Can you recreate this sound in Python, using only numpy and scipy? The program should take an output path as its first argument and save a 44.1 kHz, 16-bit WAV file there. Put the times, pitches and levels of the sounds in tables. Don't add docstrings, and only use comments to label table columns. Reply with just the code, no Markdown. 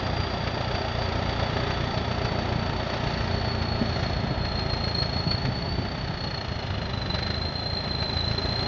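import sys
import numpy as np
from scipy import signal
from scipy.fft import rfft, irfft, next_fast_len
from scipy.io import wavfile
from scipy.ndimage import uniform_filter1d, map_coordinates

SR = 44100
rng = np.random.default_rng(int(sys.argv[2]) if len(sys.argv) > 2 else 0)


def waveform_to_disk(signal):
    frames = np.transpose(np.atleast_2d(signal))
    scaled = np.clip(frames, -1, 1) * 32767
    samples = np.round(scaled).astype(np.int16)
    wavfile.write(sys.argv[1], SR, samples)


N = 382347

# time_s, firings_per_s
ENGINE_SPEED = [(0, 29.4), (1.6, 29.22), (3.5, 29.28), (4.4, 28.61), (4.9, 27.5), (5.4, 28.04), (5.7, 30.7),
                (6.1, 30.83), (6.5, 27.8), (7.15, 23.84), (7.4, 27.6), (7.65, 28.79), (7.95, 27.15),
                (8.3, 27.9), (8.67, 29.42)]
# time_s, load_db
ENGINE_LOAD = [(0, -0.5), (1.5, -1.5), (3.5, 0.5), (5.6, -2.5), (5.95, -5.5), (7.0, -9.5), (7.25, -7),
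               (8.67, 0.5)]
# time_s, amount (0 to 1)
COASTING = [(3.8, 0), (4, 0.55), (4.25, 0.55), (4.4, 0), (5.88, 0), (6.05, 1), (7, 1), (7.17, 0)]
# time_s, distance_m
DISTANCE = [(2, 20.5), (5.8, 27.74)]


def exhaust(firings, stack_lag=0.041):
    pipe_colour = [(15, -41.5), (29, -15.5), (58, -2), (80, 3), (90, 1.8), (108, 0), (118, 2), (138, -1.5),
                   (148, -7.5), (175, -14), (240, -20), (300, -20.5), (500, -28), (1200, -72.5)]
    level_rule = (-30, 9.5, 1.04, -1.5, 0.73)
    pull = [(0, -0.5), (1.4, 0.5), (3.6, 0.1), (4.8, 2), (7, -1.5), (7.3, 5), (8.1, 3.5), (8.67, 2)]
    valve_opens = np.diff(np.floor(firings - stack_lag), prepend=0)
    pulses = resonate(-valve_opens * per_firing(firings, "exhaust", scatter_db=0.5), pipe_colour)
    return level(level_rule) * amp(curves(pull)[0]) * unit(pulses)


def rushing_gas(firings, blow):
    # frequency_hz, gain_db
    rumble_colour = [(12, -39), (24, -14.5), (45, -5), (80, 0), (115, -4), (150, -7.5), (220, -30.5),
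                     (450, -71.5)]
    boom_colour = [(50, -25), (100, -9.5), (135, 1), (180, 1), (240, -3), (300, -10), (450, -18.5),
                   (900, -52.5), (2000, -89)]
    roar_colour = [(150, -27.5), (280, -8), (340, -2.5), (395, 0.5), (460, -6), (540, -1), (650, 0.5),
                   (760, -2), (880, -1.5), (1100, -12), (1330, -7), (1500, -26.5), (2500, -16), (6000, -69)]
    # time_s, level_db
    rumble_level = [(0, -38), (1, -36.5), (2, -36.5), (3, -37), (3.6, -35), (4.7, -35), (5.2, -36),
                    (5.8, -33), (6.3, -35.5), (7, -33), (7.3, -38), (8.67, -38)]
    boom_level = [(0, -37), (1.1, -39.5), (1.7, -34.5), (3, -36), (4.6, -37), (5.7, -34.5), (6.45, -40.5),
                  (7, -36), (7.55, -39.5), (8.1, -36), (8.67, -36)]
    roar_rule = (-32.5, 7.5, 0.34, -0.27, -0.1)
    gush = blow * hump(firings, centre=0.19, width=0.23)
    rumble_db = curves(rumble_level)[0] + 0.28 * wobble(4)
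    rumble = amp(rumble_db) * unit(noise(rumble_colour) * (1 + 0.5 * gush))
    boom = amp(curves(boom_level)[0]) * unit(noise(boom_colour) * (1 + 1.1 * gush))
    roar = level(roar_rule) * unit(noise(roar_colour) * (1 + 0.82 * gush))
    return rumble + boom + roar


def rattling_steel(stroke, blow):
    # frequency_hz, gain_db
    rattle_colour = [(300, -11.5), (700, -1), (1100, 0), (1320, 4.5), (1480, 2.5), (1850, 5.5),
                     (2400, -2.5), (2900, -1), (3500, 0), (4000, -4), (4800, -11), (5400, -22.5),
                     (7000, -58.5)]
    block_colour = [(400, -11.5), (800, 1), (1050, -1.5), (1280, 6), (1480, 1.5), (1800, 5.5), (2350, -3),
                    (2900, -1), (3150, -5.5), (3500, 2), (4000, -7.5), (4800, -7), (5400, -18), (7000, -47)]
    hiss_colour = [(2000, -29), (4000, 1.5), (5000, -2.5), (5700, -2), (6300, -9), (7000, -17.5),
                   (7600, -45)]
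    # time_s, gain_db
    harshness = [(0, 2.5), (3, 2), (4.2, -2), (5, 3.5), (5.7, -3.5), (6.15, 4.5), (7.2, 5), (7.6, 0),
                 (8.67, 2.5)]
    clatter_trim = [(0, -1.5), (1.7, 1), (2.65, -1.5), (3.05, 1.2), (3.7, 0), (4, 1.8), (4.35, -0.5),
                    (4.55, -0.3), (5, 0.1), (7.2, 4.5), (7.7, 1), (8.3, 0.5), (8.67, 0.5)]
    ping_level = [(0, -74), (5.9, -58), (6.6, -47.5), (7.5, -56.5), (8.67, -58)]
    hiss_level = [(0, -50.5), (1.7, -49.5), (2.65, -51), (3.15, -48.5), (3.75, -52.5), (4, -47),
                  (4.35, -54.5), (5, -51.5), (5.95, -54), (6.3, -53.5), (7.9, -54.5), (8.3, -50),
                  (8.67, -51)]
    clatter_rule = (-36, 6, 0.67, -0.02, 0.48)
    strike = hump(stroke, centre=0.27, width=0.089) + 0.65 * hump(stroke, centre=0.54, width=0.12)
    knock = amp(curves(harshness)[0]) * blow * strike
    clatter_gain = amp(curves(clatter_trim)[0]) * level(clatter_rule)
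    clatter = clatter_gain * unit(noise(rattle_colour) + 1.11 * knock * noise(block_colour))
    ping = amp(curves(ping_level)[0]) * unit(band(hz=2920, width_hz=95) * (0.5 + strike))
    hiss = amp(curves(hiss_level)[0]) * unit(noise(hiss_colour) * (1 + 0.67 * knock))
    return clatter + ping + hiss


def high_whine(stroke, surge_s=0.012, scatter_db=2.2):
    whine = [(0, 4680, -45.5), (2.7, 4510, -46), (3.4, 4427, -42.5), (3.95, 4360, -40), (4.35, 4320, -46),
             (4.5, 4260, -39.5), (4.7, 4243, -38.5), (4.87, 4270, -35.5), (5, 4280, -32), (5.12, 4320, -35),
             (5.32, 4380, -37.5), (5.5, 4448, -40.5), (5.7, 4475, -41), (5.95, 4476, -46),
             (6.25, 4345, -37), (6.55, 4290, -41), (6.8, 4140, -45), (7.05, 4006, -38), (7.25, 4097, -35),
             (7.75, 4143, -33.5), (8.1, 4064, -35), (8.67, 4135, -33.5)]
    surges = [(3.955, 6), (4.99, 1), (5.026, 6), (5.316, 9), (5.458, 5), (6.416, 6), (7.268, 5.5),
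              (8.388, 8), (8.526, 0)]
    pitch_hz, level_db = curves(whine)
    t = np.arange(N) / SR
    surge_db = sum(db * np.exp(-((t - s) / surge_s) ** 2) for s, db in surges)
    gust = stroke + 0.045 * wobble(35)
    flare = hump(gust, centre=0.28, width=0.13) * per_firing(stroke, "flare", scatter_db)
    swell = hump(gust, centre=0.83, width=0.15) * per_firing(stroke - 0.2, "swell", scatter_db)
    drive = amp(curves(ENGINE_LOAD)[0]) ** 0.6 * (1 - 0.55 * curves(COASTING)[0])
    pitch_dip = hump(gust, centre=0.41, width=0.16) * amp(1.7 * wobble(22))
    waver_hz = 10 * wobble(12) + 34 * wobble(280)
    whine_hz = pitch_hz + 110 * (pitch_dip.mean() - pitch_dip) + 8 + waver_hz
    tone = np.sin(2 * np.pi * np.cumsum(whine_hz) / SR)
    choke = amp(-10 * hump(gust, centre=0.08, width=0.045))
    flutter = amp(2 * wobble(18) + 2.6 * wobble(190))
    strength = (0.08 + flare + 0.68 * drive * swell) * choke * flutter
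    softened = np.tanh(0.36 * strength)
    return amp(level_db + 1.3 + surge_db) * unit(tone * softened)


def growl(firings, blow):
    resonances = [(392.5, 3, 0.17), (642.3, -3.5, 0.21)]  # pitch_hz, relative_db, fade_s (time to fall 60 dB)
    loudness = [(0, -48), (3.3, -48.5), (4.8, -47), (6.3, -49), (7.3, -51.5), (8.67, -44.5)]  # time_s, level_db
    t = np.arange(SR // 5) / SR
    puffs = blow * hump(firings, centre=0.1, width=0.056) * rng.standard_normal(N)
    ring = sum(amp(db - 60 * t / fade_s) * np.sin(2 * np.pi * hz * t) for hz, db, fade_s in resonances)
    ringing = signal.fftconvolve(puffs, np.diff(ring))[:N]
    return amp(curves(loudness)[0]) * unit(ringing)


def knocks(fade_s, attack_s):
    hard_firings = [(0.472, -21.5), (0.749, -19.5), (1.0184, -21.5), (1.704, -20.5), (1.974, -20),
                    (2.2453, -20.5), (2.9372, -20.5), (3.6217, -20), (4.0332, -21.5), (4.4508, -20),
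                    (4.591, -21.5), (4.733, -20.5), (4.88, -24), (5.025, -20), (5.312, -19), (5.451, -19.5),
                    (7.1442, -18.5), (7.186, -21), (7.224, -22), (7.268, -24), (7.302, -21), (8.024, -20.5),
                    (8.169, -24), (8.3113, -22.5)]
    bursts, t = np.zeros(N + SR), np.arange(SR // 10) / SR
    rise = 1 - np.exp(-t / attack_s)
    for start_s, db in hard_firings:
        bursts[round(start_s * SR):][:len(t)] += amp(db - 8 - 60 * t / fade_s) * rise
    return bursts[:N] * noise([(200, -4), (700, 1), (2000, 4), (3300, -3.5), (4400, 0.5),
                               (5200, -9.5), (6200, -16), (7600, -43)])


def thumps(attack_s, drop_s):
    hits = [(2.554, -10.5, 151, 0.04), (3.203, -21, 141, 0.055), (3.810, -12, 235, 0.063),
            (4.101, -23, 109, 0.079), (4.242, -18, 186, 0.074), (4.268, -21, 110, 0.07),
            (4.307, -19, 118, 0.12), (5.263, -18, 160, 0.13), (5.339, -19, 115, .07),
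            (5.443, -20, 120, 0.08), (5.467, -17.5, 125, .13), (5.651, -22, 100, .09),
            (5.779, -15.5, 111, .08), (5.820, -19.5, 90, .07), (6.089, -24.5, 151, 0.14),
            (6.26, -23, 158, .07), (6.643, -20, 90, 0.062), (6.774, -24, 136, 0.11),
            (7.134, -24, 149, 0.064)]
    out, t = np.zeros(N + SR), np.arange(SR // 5) / SR
    puff = noise([(40, -4), (120, 4), (300, -0.5), (450, -8.5), (700, -22), (2000, -70.5)])
    rise = 1 - np.exp(-(t / attack_s) ** 2)
    for start_s, db, hz, fade_s in hits:
        start = round(start_s * SR)
        cycles = hz * (t + drop_s * (1 - np.exp(-t / drop_s)))
        body = np.sin(2 * np.pi * cycles) + 0.38 * puff[start:][:len(t)]
        out[start:][:len(t)] += amp(db + 2.5 - 60 * t / fade_s) * rise * body
    return out[:N]


def gears(firings):
    gear_tones = [(8.37, -50, -59.5), (9.05, -53.5, -49), (13.79, -50, -49), (22.07, -48.5, -51.5),
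                  (24.05, -54, -54.5), (45.17, -53, -55.5)]
    overall_gain = [(0, 0), (2, 2.5), (3.7, 1), (4.6, -2.5), (7.1, -3.5), (8.67, -0.5)]  # time_s, gain_db
    metres = curves(DISTANCE)[0]
    far = (metres - metres.min()) / np.ptp(metres)
    tones = np.zeros(N)
    for cycles_per_firing, near_db, far_db in gear_tones:
        strength = amp(near_db + (far_db - near_db) * far + 2 * wobble(12))
        tones += strength * unit(np.sin(2 * np.pi * cycles_per_firing * firings + 0.79 * wobble(12)))
    throb = 0.82 + 0.98 * hump(firings, centre=0.3, width=0.094)
    return amp(curves(overall_gain)[0] - 1.5) * tones * throb


def hum(firings, cycles_per_firing=7.7):
    loudness = [(0, -49), (1.2, -44.5), (1.8, -44), (3.4, -40), (4.3, -41.5), (4.8, -54)]  # time_s, level_db
    strength = amp(curves(loudness)[0] + 0.86 * wobble(4.5))
    return strength * unit(np.sin(2 * np.pi * cycles_per_firing * firings + 0.5 * wobble(12)))


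def whistle(firings, hz, width_hz):
    loudness = [(0, -48.5), (2, -46.5), (2.8, -60.5), (8.67, -52.5)]  # time_s, level_db
    puffing = 1 + 0.59 * hump(firings, centre=0.17, width=0.13)
    return amp(curves(loudness)[0]) * unit(band(hz, width_hz) * puffing)


def per_firing(firings, part, scatter_db):
    cylinders = [(-1.5, 0, 3.5, -1), (-1.5, 0.5, 5, 4.5), (1.5, 2, 3, 5), (-2.5, -1, 3.5, 0.5)]
    column = ["exhaust", "blow", "flare", "swell"].index(part)
    index = firings.astype(int)
    own_db = np.array(cylinders)[index % len(cylinders), column]
    chance_db = scatter_db * rng.standard_normal(index[-1] + 1)[index]
    unevenness = 1 - 0.17 * curves(COASTING)[0]
    return uniform_filter1d(amp(unevenness * (own_db + chance_db)), size=128)


def level(rule, near_m=20, cruise_firings_per_s=29):
    near_db, loss_db_per_doubling, db_per_load_db, db_per_firing_rate, drift_db = rule
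    distance_db = loss_db_per_doubling * np.log2(curves(DISTANCE)[0] / near_m)
    load_db = db_per_load_db * curves(ENGINE_LOAD)[0]
    speed_db = db_per_firing_rate * (curves(ENGINE_SPEED)[0] - cruise_firings_per_s)
    return amp(near_db - distance_db + load_db + speed_db + drift_db * wobble(3))


def hump(firings, centre, width):
    return np.exp((np.cos(2 * np.pi * (firings - centre)) - 1) / (2 * np.pi * width) ** 2)


def amp(db):
    return 10 ** (np.asarray(db) / 20)


def unit(x):
    return x / np.sqrt(np.mean(x ** 2) + 1e-20)


def curves(rows):
    times_s, *columns = np.transpose(rows)
    return [np.interp(np.arange(N) / SR, times_s, column) for column in columns]


def wobble(rate):
    return map_coordinates(rng.standard_normal(int(N * rate / SR) + 4), [np.arange(N) * rate / SR])


def gain(colour, size):
    hz, db = np.transpose(colour)
    return amp(np.interp(np.log(np.fft.rfftfreq(size, 1 / SR) + 1), np.log(hz), db))


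def noise(colour):
    size = next_fast_len(N + 8192)
    return unit(irfft(rfft(rng.standard_normal(size)) * gain(colour, size), size)[:N])


def band(hz, width_hz):
    return noise([(hz / 2, -60), (hz - 2 * width_hz, -16), (hz, 0),
                  (hz + 2 * width_hz, -16), (hz * 2, -80)])


def resonate(x, colour, size=16384):
    cepstrum = irfft(np.log(gain(colour, size)))
    cepstrum[1:size // 2] *= 2
    cepstrum[size // 2 + 1:] = 0
    return signal.fftconvolve(x, irfft(np.exp(rfft(cepstrum))))[:N]


def scene():
    firings = np.cumsum(curves(ENGINE_SPEED)[0]) / SR + 0.28
    stroke = firings + 0.13 * curves(COASTING)[0]
    blow = per_firing(firings, "blow", scatter_db=1.2)
    tones = high_whine(stroke) + whistle(firings, hz=3418, width_hz=60) + gears(firings) + hum(firings)
    hits = knocks(fade_s=0.075, attack_s=0.0015) + thumps(attack_s=0.0052, drop_s=0.002)
    engine = exhaust(firings) + rushing_gas(firings, blow) + rattling_steel(stroke, blow)
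    return (engine + growl(firings, blow) + tones + hits)[None]


def record(dry, low_cut_hz=22, top_hz=7700):
    size = next_fast_len(N + 8192)
    hz = np.fft.rfftfreq(size, 1 / SR)
    bass_cut = 1 - np.exp(-(hz / low_cut_hz) ** 4)
    return irfft(rfft(dry, size) * bass_cut * (hz < top_hz), size)[:, :N]


dry = scene()
out = record(dry)
waveform_to_disk(out)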